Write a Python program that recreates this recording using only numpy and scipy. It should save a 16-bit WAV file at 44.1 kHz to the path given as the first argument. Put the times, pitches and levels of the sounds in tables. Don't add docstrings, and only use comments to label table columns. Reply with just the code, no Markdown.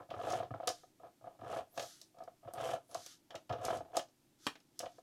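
import sys
import numpy as np
from scipy import signal
from scipy.fft import rfft, irfft, next_fast_len
from scipy.io import wavfile
from scipy.ndimage import uniform_filter1d

SR = 44100
rng = np.random.default_rng(int(sys.argv[2]) if len(sys.argv) > 2 else 0)


def to_wav(sig):
    pcm = np.clip(np.atleast_2d(sig), -1, 1) * 32767
    pcm = np.round(pcm).astype(np.int16)
    wavfile.write(sys.argv[1], SR, pcm.T)


N = 221687
TIME = np.arange(N) / SR

# time in seconds, relative level in dB.
KNOCKS = [(0.113, -28.5), (0.143, -28.5), (0.192, -32.5), (0.24, -32.5), (0.273, -27), (0.312, -26),
          (0.335, -20), (0.377, -34), (0.405, -28.5), (0.43, -27.5), (0.51, -33), (0.543, -30.5),
          (0.604, -33), (0.633, -30.5), (0.702, -28), (0.838, -47), (1.002, -50), (1.037, -39),
          (1.245, -42), (1.274, -39.5), (1.417, -37), (1.498, -30.5), (1.531, -27), (1.566, -26),
          (2.207, -38), (2.279, -36), (2.478, -36.5), (2.634, -27.5), (2.693, -25), (2.737, -25),
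          (2.952, -25.5), (3.346, -33), (3.537, -29.5), (3.686, -21), (3.707, -22), (3.731, -23),
          (3.809, -34), (3.935, -37), (3.951, -30), (4.833, -31.5), (4.864, -33.5), (4.986, -43)]
# frequency in Hz, relative density in dB.
CLACK = [(500, 8), (1100, -0.5), (1750, 1.5), (2200, -2), (3200, 3.5), (4000, -3.5), (5500, -10),
         (9000, -27)]


def gears():
    taps = grains(per_s=270, spread_db=3.2)
    rattle = evened(shell(taps), span_s=0.028)
    near_knock = np.max([np.exp(-((TIME - s + .004) / .01) ** 2) for s, _ in KNOCKS], axis=0)
    dip = from_db(-11 * near_knock)
    driven, carried = pulled(power=1.85, column=4), stirred()
    ticking = rms_one(dying(np.abs(taps), t60=.03) * noise(CLACK))
    load = driven + from_db(-4) * carried
    return (driven + carried) * dip * rattle + from_db(-17) * load * ticking


def shell(hits):
    # frequency in Hz, relative level in dB, 60 dB decay time in seconds.
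    shell_modes = [(334, -21.5, 0.07), (502, -10, 0.05), (553.5, -8, 0.028), (619.6, -5, 0.027),
                   (687.7, -1.5, 0.037), (747, -2.5, 0.024), (794.4, -9.5, 0.03), (946, -17.5, 0.027),
                   (1127, -10, 0.011), (1236, -10, 0.022), (1306, -13.5, 0.02), (1675, -22.5, 0.026),
                   (1800, -29.5, 0.014), (2280, -30, 0.018)]
    radiated = signal.butter(2, [260, 2600], "band", fs=SR, output="sos")
    return signal.sosfilt(radiated, ring(hits, shell_modes, vary_db=2.5))


def pulled(power, column):
    # times of start, full speed, slowing and stop in seconds, then relative levels in dB
    strokes = [(0.088, 0.29, 0.37, 0.51, -38.5, -56, -54.5), (1.387, 1.527, 1.592, 1.655, -42, -59, -59.5),
               (2.538, 2.62, 2.744, 2.805, -39, -53.5, -56.5), (3.579, 3.639, 3.76, 3.86, -42, -56.5, -54),
               (3.924, 3.957, 3.976, 4.0, -48, -55, -78)]
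    return sum(from_db(row[column]) * speed(*row[:4]) ** power for row in strokes)


def stirred():
    # start in seconds, peak in seconds, relative rattle level in dB.
    jolts = [(0.0, -0.005, -42.5), (0.547, 0.559, -52), (0.576, 0.648, -51.5), (0.664, 0.691, -47),
             (0.992, 1.06, -52.5), (1.211, 1.28, -51), (1.31, 1.35, -67), (1.723, 1.802, -57),
             (1.766, 1.838, -48), (2.144, 2.227, -52), (2.429, 2.491, -48), (2.892, 2.97, -48),
             (3.302, 3.352, -47.5), (3.496, 3.508, -35), (3.51, 3.547, -38.5), (3.846, 3.851, -55.5),
             (3.875, 3.92, -59), (3.945, 3.987, -47.5), (4.801, 4.836, -41.5)]
    rise_db, settle_db_per_s = 15, 462
    gain = np.zeros(N)
    for start, peak, db in jolts:
        building = np.interp(TIME, [start, max(peak, start + .001)], [-rise_db, 0])
        settling = settle_db_per_s * np.maximum(TIME - peak, 0)
        gain += (TIME >= start) * from_db(db + building - settling)
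    return uniform_filter1d(gain, size=200)


def knocks():
    times, db = np.transpose(KNOCKS)
    firm_knock_db, firm_edge_db, edge_db_per_db = -25.5, -50.5, 1.6
    body = shell(impulses(times - .003, db))
    edge_db = firm_edge_db + edge_db_per_db * (db - firm_knock_db)
    return body + swell(impulses(times, edge_db), t60=0.058, rise_t60=0.0087) * noise(CLACK)


def clicks():
    # time in seconds, then relative levels in dB of snap, shell, clack and top crack.
    contacts = [(0.1036, -62, -56, -45, -88), (0.3027, -33.5, -33, -52, -49), (0.322, -31.5, -40, -66, -51),
                (0.6734, -21, -24, -41, -34.5), (0.6774, -32, -24.5, -34.5, -50),
                (0.6894, -25.5, -43, -54, -40), (1.7763, -34.5, -26.5, -39, -54),
                (1.7956, -34.5, -33, -36.5, -52.5), (1.8254, -37.5, -37, -49, -52),
                (2.0151, -37, -59, -62, -54), (2.1859, -57, -50, -61, -83), (2.2373, -52, -62, -65, -63.5),
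                (2.5364, -45, -39, -78, -45.5), (2.9132, -48, -49, -68, -60),
                (2.9458, -31.5, -65, -50, -46), (3.0627, -35.5, -73, -50, -48),
                (3.3054, -52, -47, -45.5, -80), (3.3536, -38.5, -35.5, -41.5, -59.5),
                (3.4935, -70, -58, -42, -76), (3.5252, -42.5, -32.5, -42, -80),
                (3.651, -27, -47, -62, -38.5), (3.7715, -40, -49, -67, -54),
                (3.9686, -20.5, -19.5, -34.5, -36), (3.9924, -57, -34.5, -36.5, -59),
                (4.0857, -57, -63, -73, -87), (4.5542, -52, -85, -49, -77), (4.6025, -57, -84, -64.5, -76),
                (4.792, -26, -47, -63, -39.5), (4.8024, -57, -37, -40.5, -64), (4.8571, -51, -46, -45, -77)]
    # frequency in Hz, relative density in dB.
    snap_spectrum = [(2000, -26), (3500, -2.5), (5200, 4.5), (6600, 2.5), (8000, -8.5), (11500, -36),
                     (16000, -29)]
    crack_spectrum = [(5000, -3), (7500, 4.5), (9200, 6.5), (12000, 1), (13500, -9.5), (16000, -17.5)]
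    times, snap_db, shell_db, clack_db, crack_db = np.transpose(contacts)
    hits = impulses(times, snap_db)
    snap = (dying(hits, t60=0.017) + from_db(-11.5) * dying(hits, t60=0.12)) * noise(snap_spectrum)
    crack = dying(impulses(times, crack_db), t60=0.02) * noise(crack_spectrum)
    clack = swell(impulses(times, clack_db), t60=0.044, rise_t60=0.0096) * noise(CLACK)
    return from_db(-11.5) * snap + crack + clack + shell(impulses(times, shell_db))


def peeling():
    # frequency in Hz, relative density in dB.
    peel_spectrum = [(900, 12), (1500, 4), (2100, 2), (3100, 9.5), (4100, -3.5), (5800, 4), (8000, 0),
                     (11500, -4.5), (16000, -21)]
    crackle = coloured(grains(per_s=7500, spread_db=3.5), peel_spectrum)
    catches = np.abs(grains(per_s=500, spread_db=4.0))
    flutter = evened(dying(catches, t60=.04), span_s=.04)
    return pulled(power=4.3, column=5) * crackle * flutter


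def roller():
    # frequency in Hz, relative level in dB, 60 dB decay time in seconds.
    table_modes = [(67, -10, 0.063), (99.5, -2, 0.064), (128.2, 2, 0.078), (163, -3.5, 0.041),
                   (269.7, -6, 0.088)]
    # time in seconds, relative level in dB.
    landings = [(0.506, -36.5), (0.544, -45), (1.225, -59), (1.42, -47), (1.777, -51), (2.453, -49),
                (3.5, -35.5), (3.532, -43)]
    bumps = grains(per_s=400, spread_db=10.0)
    rumble = evened(ring(bumps, table_modes, vary_db=5.0), span_s=0.057)
    thumps = ring(impulses(*np.transpose(landings)), table_modes, vary_db=1.0)
    drive = pulled(power=0.99, column=6) + from_db(-15.5) * stirred()
    soft = signal.butter(3, [52, 330], "band", fs=SR, output="sos")
    return signal.sosfilt(soft, drive * rumble + thumps)


def slap():
    # time in seconds, relative level in dB.
    impacts = [(4.467, -15.5), (4.474, -28)]
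    # frequency in Hz, relative density in dB.
    slap_spectrum = [(59, -24), (100, -13), (302, 1.5), (373, -9), (513, 3), (768, -8), (930, 2),
                     (1030, -8), (1150, -1.5), (1520, -8), (1680, -7), (2690, -9.5), (3120, -7),
                     (11400, -25), (16000, -45)]
    # frequency in Hz, relative level in dB, 60 dB decay time in seconds.
    slap_modes = [(333, -6, 0.028), (510, -16, 0.07), (690, -5, 0.044), (934, -1, 0.044), (1120, 0.5, 0.03),
                  (1350, -5, 0.054), (1660, -8, 0.06), (1817, -6.5, 0.16), (2810, -13, .05),
                  (3220, 5, 0.033)]
    hits = impulses(*np.transpose(impacts))
    crack = (dying(hits, t60=0.029) + from_db(-31.0) * dying(hits, t60=0.08)) * noise(slap_spectrum)
    body = ring(hits, slap_modes, vary_db=1.0)
    no_rumble = signal.butter(2, 150, "high", fs=SR, output="sos")
    return signal.sosfilt(no_rumble, from_db(-10.5) * crack + from_db(-22) * body)


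def card():
    # times of start, full speed, slowing and stop in seconds, hiss level in dB.
    slides = [(0.695, 0.698, 0.65, 0.98, -60), (1.735, 1.804, 1.83, 2.155, -54.5),
              (2.885, 2.97, 3.127, 3.21, -59.5), (4.382, 4.47, 4.467, 4.48, -58.5),
              (4.726, 4.785, 5, 4.7, -75)]
    # frequency in Hz, relative density in dB.
    rub_spectrum = [(530, -59), (900, -33.5), (1260, -3.5), (2450, -13), (3380, -3), (6330, -0.5),
                    (7770, -7.5), (12000, -12.5), (15200, -28), (16000, -73)]
    # time in seconds, frequency in Hz, relative level in dB.
    singing = [
        [(1.68, 9100, -86), (1.73, 12100, -66), (1.78, 13100, -68), (1.88, 11660, -67), (1.97, 9790, -69),
         (2.1, 9100, -81)],
        [(2.84, 9000, -79), (2.87, 10200, -79), (2.895, 10700, -67), (2.92, 10300, -64), (2.95, 9200, -81)],
    ]
    rub = coloured(grains(per_s=31000, spread_db=8.0), rub_spectrum)
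    hiss = rub * sum(from_db(db) * speed(*moments) ** 2.33 for *moments, db in slides)
    times, hz, _ = np.concatenate(singing).T
    phase = 2 * np.pi * np.cumsum(np.interp(TIME, times, hz)) / SR
    smooth = signal.butter(1, 400, fs=SR, output="sos")
    waver = rms_one(signal.sosfilt(smooth, rng.standard_normal(N)))
    return hiss + from_db(-0.5) * level(singing, column=2) * waver * np.sin(phase)


def room(x, t60, wet_db):
    t = TIME[:SR // 2]
    tail = rng.standard_normal(len(t)) * from_db(-60 * t / t60) * (t > .005)
    return x + from_db(wet_db) * signal.fftconvolve(x, tail / np.linalg.norm(tail))[:N]


def room_tone():
    # frequency in Hz, relative density in dB.
    quiet_spectrum = [(15, -4), (25, -25), (45, -15), (64, -21), (108, -9.5), (149, -7), (212, -10.5),
                      (317, -3), (450, -18), (911, -20), (1100, -25.5), (2200, -26), (6050, -26.5),
                      (14400, -30.5), (16000, -43.5)]
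    hum = from_db(-86.0) * np.sin(2 * np.pi * 120 * TIME)
    return from_db(-72.5) * noise(quiet_spectrum) + hum


def speed(start, full, slowing, stop):
    set_off_s, set_off_speed = 0.0066, 0.4
    moments = np.maximum.accumulate([start, start + set_off_s, full, slowing, stop])
    return np.interp(TIME, moments, [0, set_off_speed, 1, 1, 0])


def impulses(times, db):
    out = np.zeros(N)
    np.add.at(out, np.clip(np.round(np.asarray(times) * SR).astype(int), 0, N - 1), from_db(db))
    return out


def grains(per_s, spread_db):
    signs = (rng.random(N) < per_s / SR) * rng.choice([-1, 1], N)
    return signs * from_db(spread_db * np.clip(rng.standard_normal(N), -2, 2))


def ring(hits, modes, vary_db):
    out = np.zeros(N)
    for k, (hz, db, t60) in enumerate(modes):
        r, w = from_db(-60 / (t60 * SR)), 2 * np.pi * hz / SR
        force = hits * from_db(db + vary_db * rng.standard_normal(N))
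        out += (-1) ** k * signal.lfilter([0, np.sin(w)], [1, -2 * r * np.cos(w), r * r], force + 1e-18)
    return out


def dying(hits, t60):
    return signal.lfilter([1], [1, -from_db(-60 / (t60 * SR))], hits + 1e-18)


def swell(hits, t60, rise_t60):
    return dying(hits, t60) - dying(hits, min(rise_t60, t60 / 2))


def evened(x, span_s):
    power = np.abs(uniform_filter1d(x ** 2, max(int(span_s * SR), 2)))
    return x / np.sqrt(power + 1e-3 * np.mean(x ** 2))


def level(curves, column):
    gain = sum(from_db(np.interp(TIME, rows[:, 0], rows[:, column], left=-np.inf, right=-np.inf))
               for rows in map(np.array, curves))
    return uniform_filter1d(gain, size=200)


def coloured(x, spectrum):
    hz, db = np.transpose(spectrum)
    size = next_fast_len(N)
    bins = np.maximum(np.fft.rfftfreq(size, 1 / SR), 1)
    gain = from_db(np.interp(np.log(bins), np.log(hz), db))
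    roll_off = np.minimum(bins / hz[0], 1) ** 2
    return rms_one(irfft(rfft(x, size) * gain * roll_off, size)[:N])


def noise(spectrum):
    return coloured(rng.standard_normal(N), spectrum)


def from_db(db):
    return 10 ** (np.asarray(db) / 20)


def rms_one(x):
    return x / np.sqrt(np.mean(x ** 2) + 1e-20)


def scene():
    work = gears() + peeling() + roller() + knocks() + clicks() + card() + slap()
    return (room(work, t60=0.17, wet_db=-8.0) + room_tone())[None]


def record(dry):
    return signal.sosfilt(signal.ellip(10, .1, 80, 16000, fs=SR, output="sos"), dry)


dry = scene()
out = record(dry)
to_wav(out)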